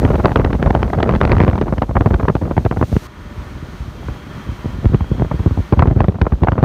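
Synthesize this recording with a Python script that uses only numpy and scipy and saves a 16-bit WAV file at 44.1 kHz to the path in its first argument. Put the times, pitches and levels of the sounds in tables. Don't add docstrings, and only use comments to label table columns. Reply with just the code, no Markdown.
import sys
import numpy as np
from scipy import signal
from scipy.fft import rfft, irfft
from scipy.io import wavfile
from scipy.ndimage import uniform_filter1d, minimum_filter1d

SR = 44100
rng = np.random.default_rng(int(sys.argv[2]) if len(sys.argv) > 2 else 0)


def waveform_to_disk(signal):
    frames = np.transpose(np.atleast_2d(signal))
    scaled = np.clip(frames, -1, 1) * 32767
    samples = np.round(scaled).astype(np.int16)
    wavfile.write(sys.argv[1], SR, samples)


def field_ratio(decibels):
    return 10 ** (np.asarray(decibels, dtype=float) / 20)


N = 292824
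TIME = np.arange(N) / SR


def evened(x):
    return x / np.sqrt(np.mean(x ** 2) + 1e-20)


def coloured_noise(points):
    hz, db = np.transpose(points)
    f = np.fft.rfftfreq(N, 1 / SR)
    weight = field_ratio(np.interp(np.log(f + 1), np.log(hz), db))
    return evened(irfft(rfft(rng.standard_normal(N)) * weight, N))


def curve(rows):
    s, db = np.transpose(rows)
    return np.interp(TIME, s, db)


def lumps(hz):
    spare = SR // 2
    low_pass = signal.butter(2, hz, fs=SR, output="sos")
    smooth = signal.sosfiltfilt(low_pass, rng.standard_normal(N + 2 * spare))
    return evened(smooth[spare:-spare])


def fuzzy(hz, width_hz):
    pitch_hz = hz * (1 + .02 * np.tanh(lumps(1.5)))
    turn = np.exp(2j * np.pi * np.cumsum(pitch_hz) / SR)
    return evened((turn * (lumps(width_hz) + 1j * lumps(width_hz))).real)


def add(mix, s, sound):
    part = mix[max(round(s * SR), 0):][:len(sound)]
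    part += sound[:len(part)]


def push(db, ms):
    size = round(max(ms, 1.5) * SR / 1000)
    swing_back = rng.uniform(.5, .9)
    bump = np.r_[np.hanning(size), -swing_back * np.hanning(size + size // 2)]
    return field_ratio(db) * rng.choice([-1, 1]) * bump


# (time [s], gain [dB])
GAIN = [(0, -3.5), (.36, -5.5), (.42, -7.5), (1.55, -7), (1.65, -9.5), (2.72, -7), (3.05, 0.5), (3.55, 0),
        (3.9, -0.5), (4.3, 0.5), (5.1, -0.5), (5.68, 0), (5.85, -4.5), (6.64, -7.5)]


def background_gain():
    return curve(GAIN)


# (frequency [Hz], level per Hz [dB])
ROAR = [(200, -15), (350, -2), (500, -18.5), (800, -11.5), (1200, -6.5), (1600, -13), (2000, -13.5),
        (2800, -24.5), (4000, -62)]
# (frequency [Hz], level against the roar [dB])
TREAD = [
    (600, -11),
    (960, -12.5),
    (1430, -14),
    (1790, -15.5),
]


def road():
    return coloured_noise(ROAR) + sum(field_ratio(db) * fuzzy(hz, 16) for hz, db in TREAD)


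# (frequency [Hz], level per Hz [dB])
HISS = [(1200, -1), (2000, -5), (2800, -6), (3300, -7), (4200, -8), (5000, -13.5), (6300, -13),
        (7500, -20.5), (9300, -21), (10400, -26.5), (12500, -22.5), (15600, -26), (16000, -67.5)]


def hiss(since_switch):
    air = coloured_noise(HISS)
    return air + 2.45 * (since_switch < 0) * np.gradient(air)


# (time nearest [s], span [s], level [dB])
INSECTS = [
    (4.4, 0.41, -1.5),
    (5.15, .28, -0.5),
]


def insects():
    near_db, far_db = -52, -9
    away = 1 - sum(field_ratio(db) * np.exp(-((TIME - s) / span) ** 2) for s, span, db in INSECTS)
    level_db = near_db + far_db * away + background_gain()
    return fuzzy(3180, 140) * field_ratio(level_db + .6 * lumps(2.3))


def ground():
    switch_s, switch_db, recovery_s = 3.07, -6.5, 0.18
    gain_db = background_gain()
    since = TIME - switch_s
    dip_db = switch_db * (since > 0) * np.exp(-np.maximum(since, 0) / recovery_s)
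    drift_db = .6 * lumps(5)
    roar_db = -33 + 4.3 * gain_db - 9.0 + 0.9 * dip_db + drift_db
    hiss_db = -51 + gain_db + 6.5 + dip_db + drift_db
    return road() * field_ratio(roar_db) + hiss(since) * field_ratio(hiss_db) + insects()


# (time [s], flow level [dB])
STREAM = [(0, -12), (.18, -14), (.4, -16), (.85, -16.5), (1.42, -15), (1.65, -17.5), (1.86, -24.5),
          (2.05, -19.5), (2.3, -20.5), (2.85, -23.5), (3.12, -33.5), (3.45, -29), (4.6, -28), (5.22, -23.5),
          (5.65, -30), (5.8, -17.5), (6.17, -22.5), (6.64, -23)]


def flow():
    flow_db = curve(STREAM)
    return flow_db, -27.5 + 1.576 * (flow_db + 20)


# (frequency [Hz], level per Hz [dB])
CRACKLE = [(100, -3), (300, -2.5), (600, -5), (1000, -11), (1500, -19.5), (2200, -30), (3500, -47.5),
           (9000, -110)]


def crackle_noise():
    return coloured_noise(CRACKLE)


# (frequency [Hz], level per Hz [dB])
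EDGE = [(600, -12.5), (1200, 1), (2000, -4), (3000, -12), (4500, -22.5), (7000, -39.5), (11000, -50),
        (16000, -81)]


def edge_noise():
    return coloured_noise(EDGE)


def unrest(rows):
    s, db = rows.T[:2]
    power = np.bincount((s * SR).astype(int), field_ratio(2 * db), N)[:N]
    near, slow = (signal.oaconvolve(power, np.hanning(size) / size, "same") + 2e-7
                  for size in (2201, 13001))
    return np.clip(10 * np.log10(near / slow), -14, 5)


# (frequency [Hz], level per Hz [dB])
RUMBLE = [(15, -47.5), (25, 0.5), (75, -3), (97, -7), (227, -11.5), (260, -15.5), (600, -29.5),
          (780, -62.5), (1320, -120)]


def stream(rows):
    rumble_db, small_db = flow()
    lump = np.tanh(lumps(23)) * np.clip((rumble_db + 46.5) / 22, .2, 1)
    stir_db = unrest(rows)
    rumble = coloured_noise(RUMBLE) * field_ratio(rumble_db - 0.5 + 6.3 * lump + 0.21 * stir_db)
    flicker_db = 4.55 * lumps(110)
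    small = crackle_noise() * field_ratio(flicker_db)
    ticks = edge_noise() * field_ratio(1.58 * flicker_db - 26.0)
    return rumble + (small + ticks) * field_ratio(small_db - 8.5 + 8.5 * lump + 0.1 * stir_db)


# (time at the centre [s], crackle level [dB], sharp edge against crackle [dB], pressure push [dB])
HEAD_ON = [(.052, -9, -18.5, -6), (0.157, -15.5, -17, -8), (.257, 0.5, -16, -6.5), (0.282, -11.5, -31, -27),
           (.319, -13, -19, -16), (0.36, -2, -10, -2), (.398, -11, -20.5, -10), (.448, -9.5, -15.5, -15),
           (0.532, -14, -13, -7), (.628, -11, -10, -4), (.662, -7.5, -24, -15), (.706, -8.5, -17.5, -5),
           (0.751, -5, -23.5, -2.5), (0.831, -10, -14.5, -9.5), (.934, -10.5, -21, -21),
           (1.005, -11.5, -21, -17), (1.03, -8, -11.5, -15), (1.093, -4, -17.5, -6),
           (1.152, -16.5, -12.5, -27), (1.214, -5.5, -14, -15), (1.253, -3, -18.5, -10),
           (1.296, -19, -11, -10), (1.319, -5.5, -14.5, -14), (1.368, -15, -13, 1), (1.404, 0.5, -12.5, 1),
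           (1.437, -9, -17, 0), (1.48, -6.5, -17.5, 2), (1.533, -13.5, -22, -2), (1.58, -14, -19, -8),
           (1.615, -8.5, -22.5, -4.5)]
TURNING = [(1.683, -21, -36, -21), (1.727, -7, -41, -7), (1.783, -14.5, -20, -6), (1.822, -7, -20.5, -19),
           (1.893, -22, -32, -6), (1.911, -17, -35, -30), (1.956, -14.5, -36, 1), (1.967, -6, -36, -2),
           (2.01, -8, -23, -5), (2.061, -3.5, -19, 3.5), (2.108, -15.5, -25, 0), (2.144, -14, -12, -1),
           (2.201, -12, -26, -13), (2.232, -15, -27, -1), (2.254, -14, -41, -24), (2.284, -4.5, -29, -9),
           (2.3, -9, -45, -3), (2.354, -8.5, -16.5, -2.5), (2.425, -17, -35, -4), (2.455, -22, -34, -20),
           (2.512, -10.5, -44, -9.5), (2.58, -4.5, -20.5, -0.5), (2.652, -10.5, -26, -1),
           (2.662, -9.5, -30, -17), (2.713, -6.5, -40, -14), (2.773, -15, -39, -3.5),
           (2.814, -11.5, -39, -1.5), (2.829, -7.5, -36, -4), (2.928, -19, -36, -1.5),
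           (2.966, -12.5, -19, 3.5)]
SIDE_ON = [(4.087, -21.5, -42, -6.5), (4.658, -22, -33, -6), (4.857, -12.5, -25.5, 7),
           (4.896, -37, -31, -5.5), (4.946, -8, -21, 8.5), (5.009, -19.5, -32, -1.5),
           (5.116, -30, -19, 0.5), (5.182, -30, -17, -6.5), (5.198, -22.5, -22, -5),
           (5.222, -12.5, -32, 0.5), (5.315, -15.5, -46, -4.5), (5.395, -20.5, -36, -3.5),
           (5.462, -19.5, -36, 4), (5.511, -20.5, -32, -2.5), (5.575, -20.5, -35, -3.5),
           (5.591, -24.5, -33, -2.5), (5.045, -28, -28, -19), (5.248, -22.5, -35, -12),
           (5.342, -27, -25, -3.5)]
LAST_GUST = [(5.726, -1, -23, 9), (5.773, -23, -29, -1), (5.794, -9.5, -17.5, 5), (5.824, -5, -23, 4),
             (5.857, -15, -41, -9), (5.875, -14.5, -20.5, 3), (5.913, -18, -33, 0),
             (5.963, -22.5, -32, 3.5), (6.006, -5.5, -22, 4), (6.044, -13, -23, -3.5),
             (6.084, -12.5, -24, 3.5), (6.186, -29, -26, -16), (6.217, -8.5, -16.5, 3),
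             (6.268, -5.5, -30, -2.5), (6.324, -16, -37, 0.5), (6.422, -21, -35, 2),
             (6.435, -6.5, -18.5, 2.5), (6.486, -3, -25, -0.5), (6.521, -10.5, -23, 1),
             (6.556, -15.5, -38, -15), (6.582, -9.5, -43.5, -4.5), (6.629, -4, -17, 14),
             (6.638, -5.5, -33, 1)]


def wakes(strong):
    n = len(strong)
    side = np.where(rng.random(n) < .33, -1, 1)
    delay_s = side * rng.uniform(7.5, 13, n) / 1000
    wake = strong + np.c_[delay_s, rng.uniform(-14, -7, n), rng.uniform(-13, -4, n),
                          -9.5 + rng.uniform(-4.25, 4.25, n)]
    return wake[wake[:, 0] < N / SR]


def strays():
    gap_s = .032
    n = int(N / SR / gap_s)
    s = (np.arange(n) + rng.random(n)) * gap_s
    facing = 0.32 * (s < .85) + (s > .85) * (s < 1.66)
    db = flow()[1][(s * SR).astype(int)] + 5.5 * facing - 3.5 + rng.uniform(-2.5, 2.5, n)
    edge_db = -26 + 9.5 * facing + rng.uniform(-6, 6, n)
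    return np.c_[s, db, edge_db, db + 4.5]


def bursts():
    strong = np.concatenate([HEAD_ON, TURNING, SIDE_ON, LAST_GUST])
    rows = np.concatenate([strong, wakes(strong), strays()])
    softness = np.clip(-rows[:, 1] / 12, .2, 1)
    shortest_ms, longest_ms = 3.25, 7.6
    return np.c_[rows, shortest_ms + (longest_ms - shortest_ms) * rng.random(len(rows)) * softness]


def eddies(rows):
    out, t = np.zeros(N), np.arange(-500, 2100) / SR
    ragged = field_ratio(6.05 * np.tanh(lumps(230)))
    tear, sharp = crackle_noise() * ragged, edge_noise() * ragged
    for k, (s, db, edge_db, push_db, ms) in enumerate(rows):
        u = t / (np.clip(ms, 1.5, 10) / 1000)
        core = np.exp(-(u / np.where(u < 0, .46, .42)) ** 2)
        trail = (t > 0) * (1 - np.exp(-(t / 0.0021) ** 2)) * np.exp(-t / 0.0053)
        body = core + 0.38 * trail
        spike = core ** 2.3
        edge_db = edge_db - max(-26.5 - db, 0) * 0.45
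        layers = (tear, db + 0.5, body, core), (sharp, db + edge_db + 7.0, spike, spike)
        for noise, level_db, shape, top in layers:
            part = noise[k * 1500 % (N - 2601):][:len(t)]
            even = np.linalg.norm(top) / np.linalg.norm(top * part)
            add(out, s + t[0], field_ratio(level_db) * shape * part * even)
        add(out, s - .001, push(push_db - 1.5, 0.765 * ms))
    return out


# (time [s], peak level [dB], push width [ms])
PUSHES = [
    (3.377, -14, 6.6),
    (3.626, -13, 3.6),
    (3.801, -12, 8.3),
    (3.877, -16, 4.3),
    (4.064, -15, 7.3),
    (4.488, -9.5, 4.7),
    (4.52, -15, 4.2),
    (4.731, -13.5, 5.7),
    (4.785, -10, 4.5),
    (4.92, -7.5, 3.1),
]


def pushes():
    out = np.zeros(N)
    for s, db, ms in PUSHES:
        add(out, s, push(db - 0.5, ms))
    return out


def scene():
    rows = bursts()
    return (ground() + stream(rows) + eddies(rows) + pushes())[None]


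def top_cut(x):
    return signal.sosfilt(signal.butter(12, 15800, fs=SR, output="sos"), x)


def record(dry):
    cut = signal.sosfilt(signal.butter(6, 46.0, "high", fs=SR, output="sos"), dry)
    room = np.minimum(.99 / (abs(cut) + 1e-9), 1)
    gain = uniform_filter1d(minimum_filter1d(room, size=81), size=41)
    return top_cut(cut * gain)


dry = scene()
out = record(dry)
waveform_to_disk(out)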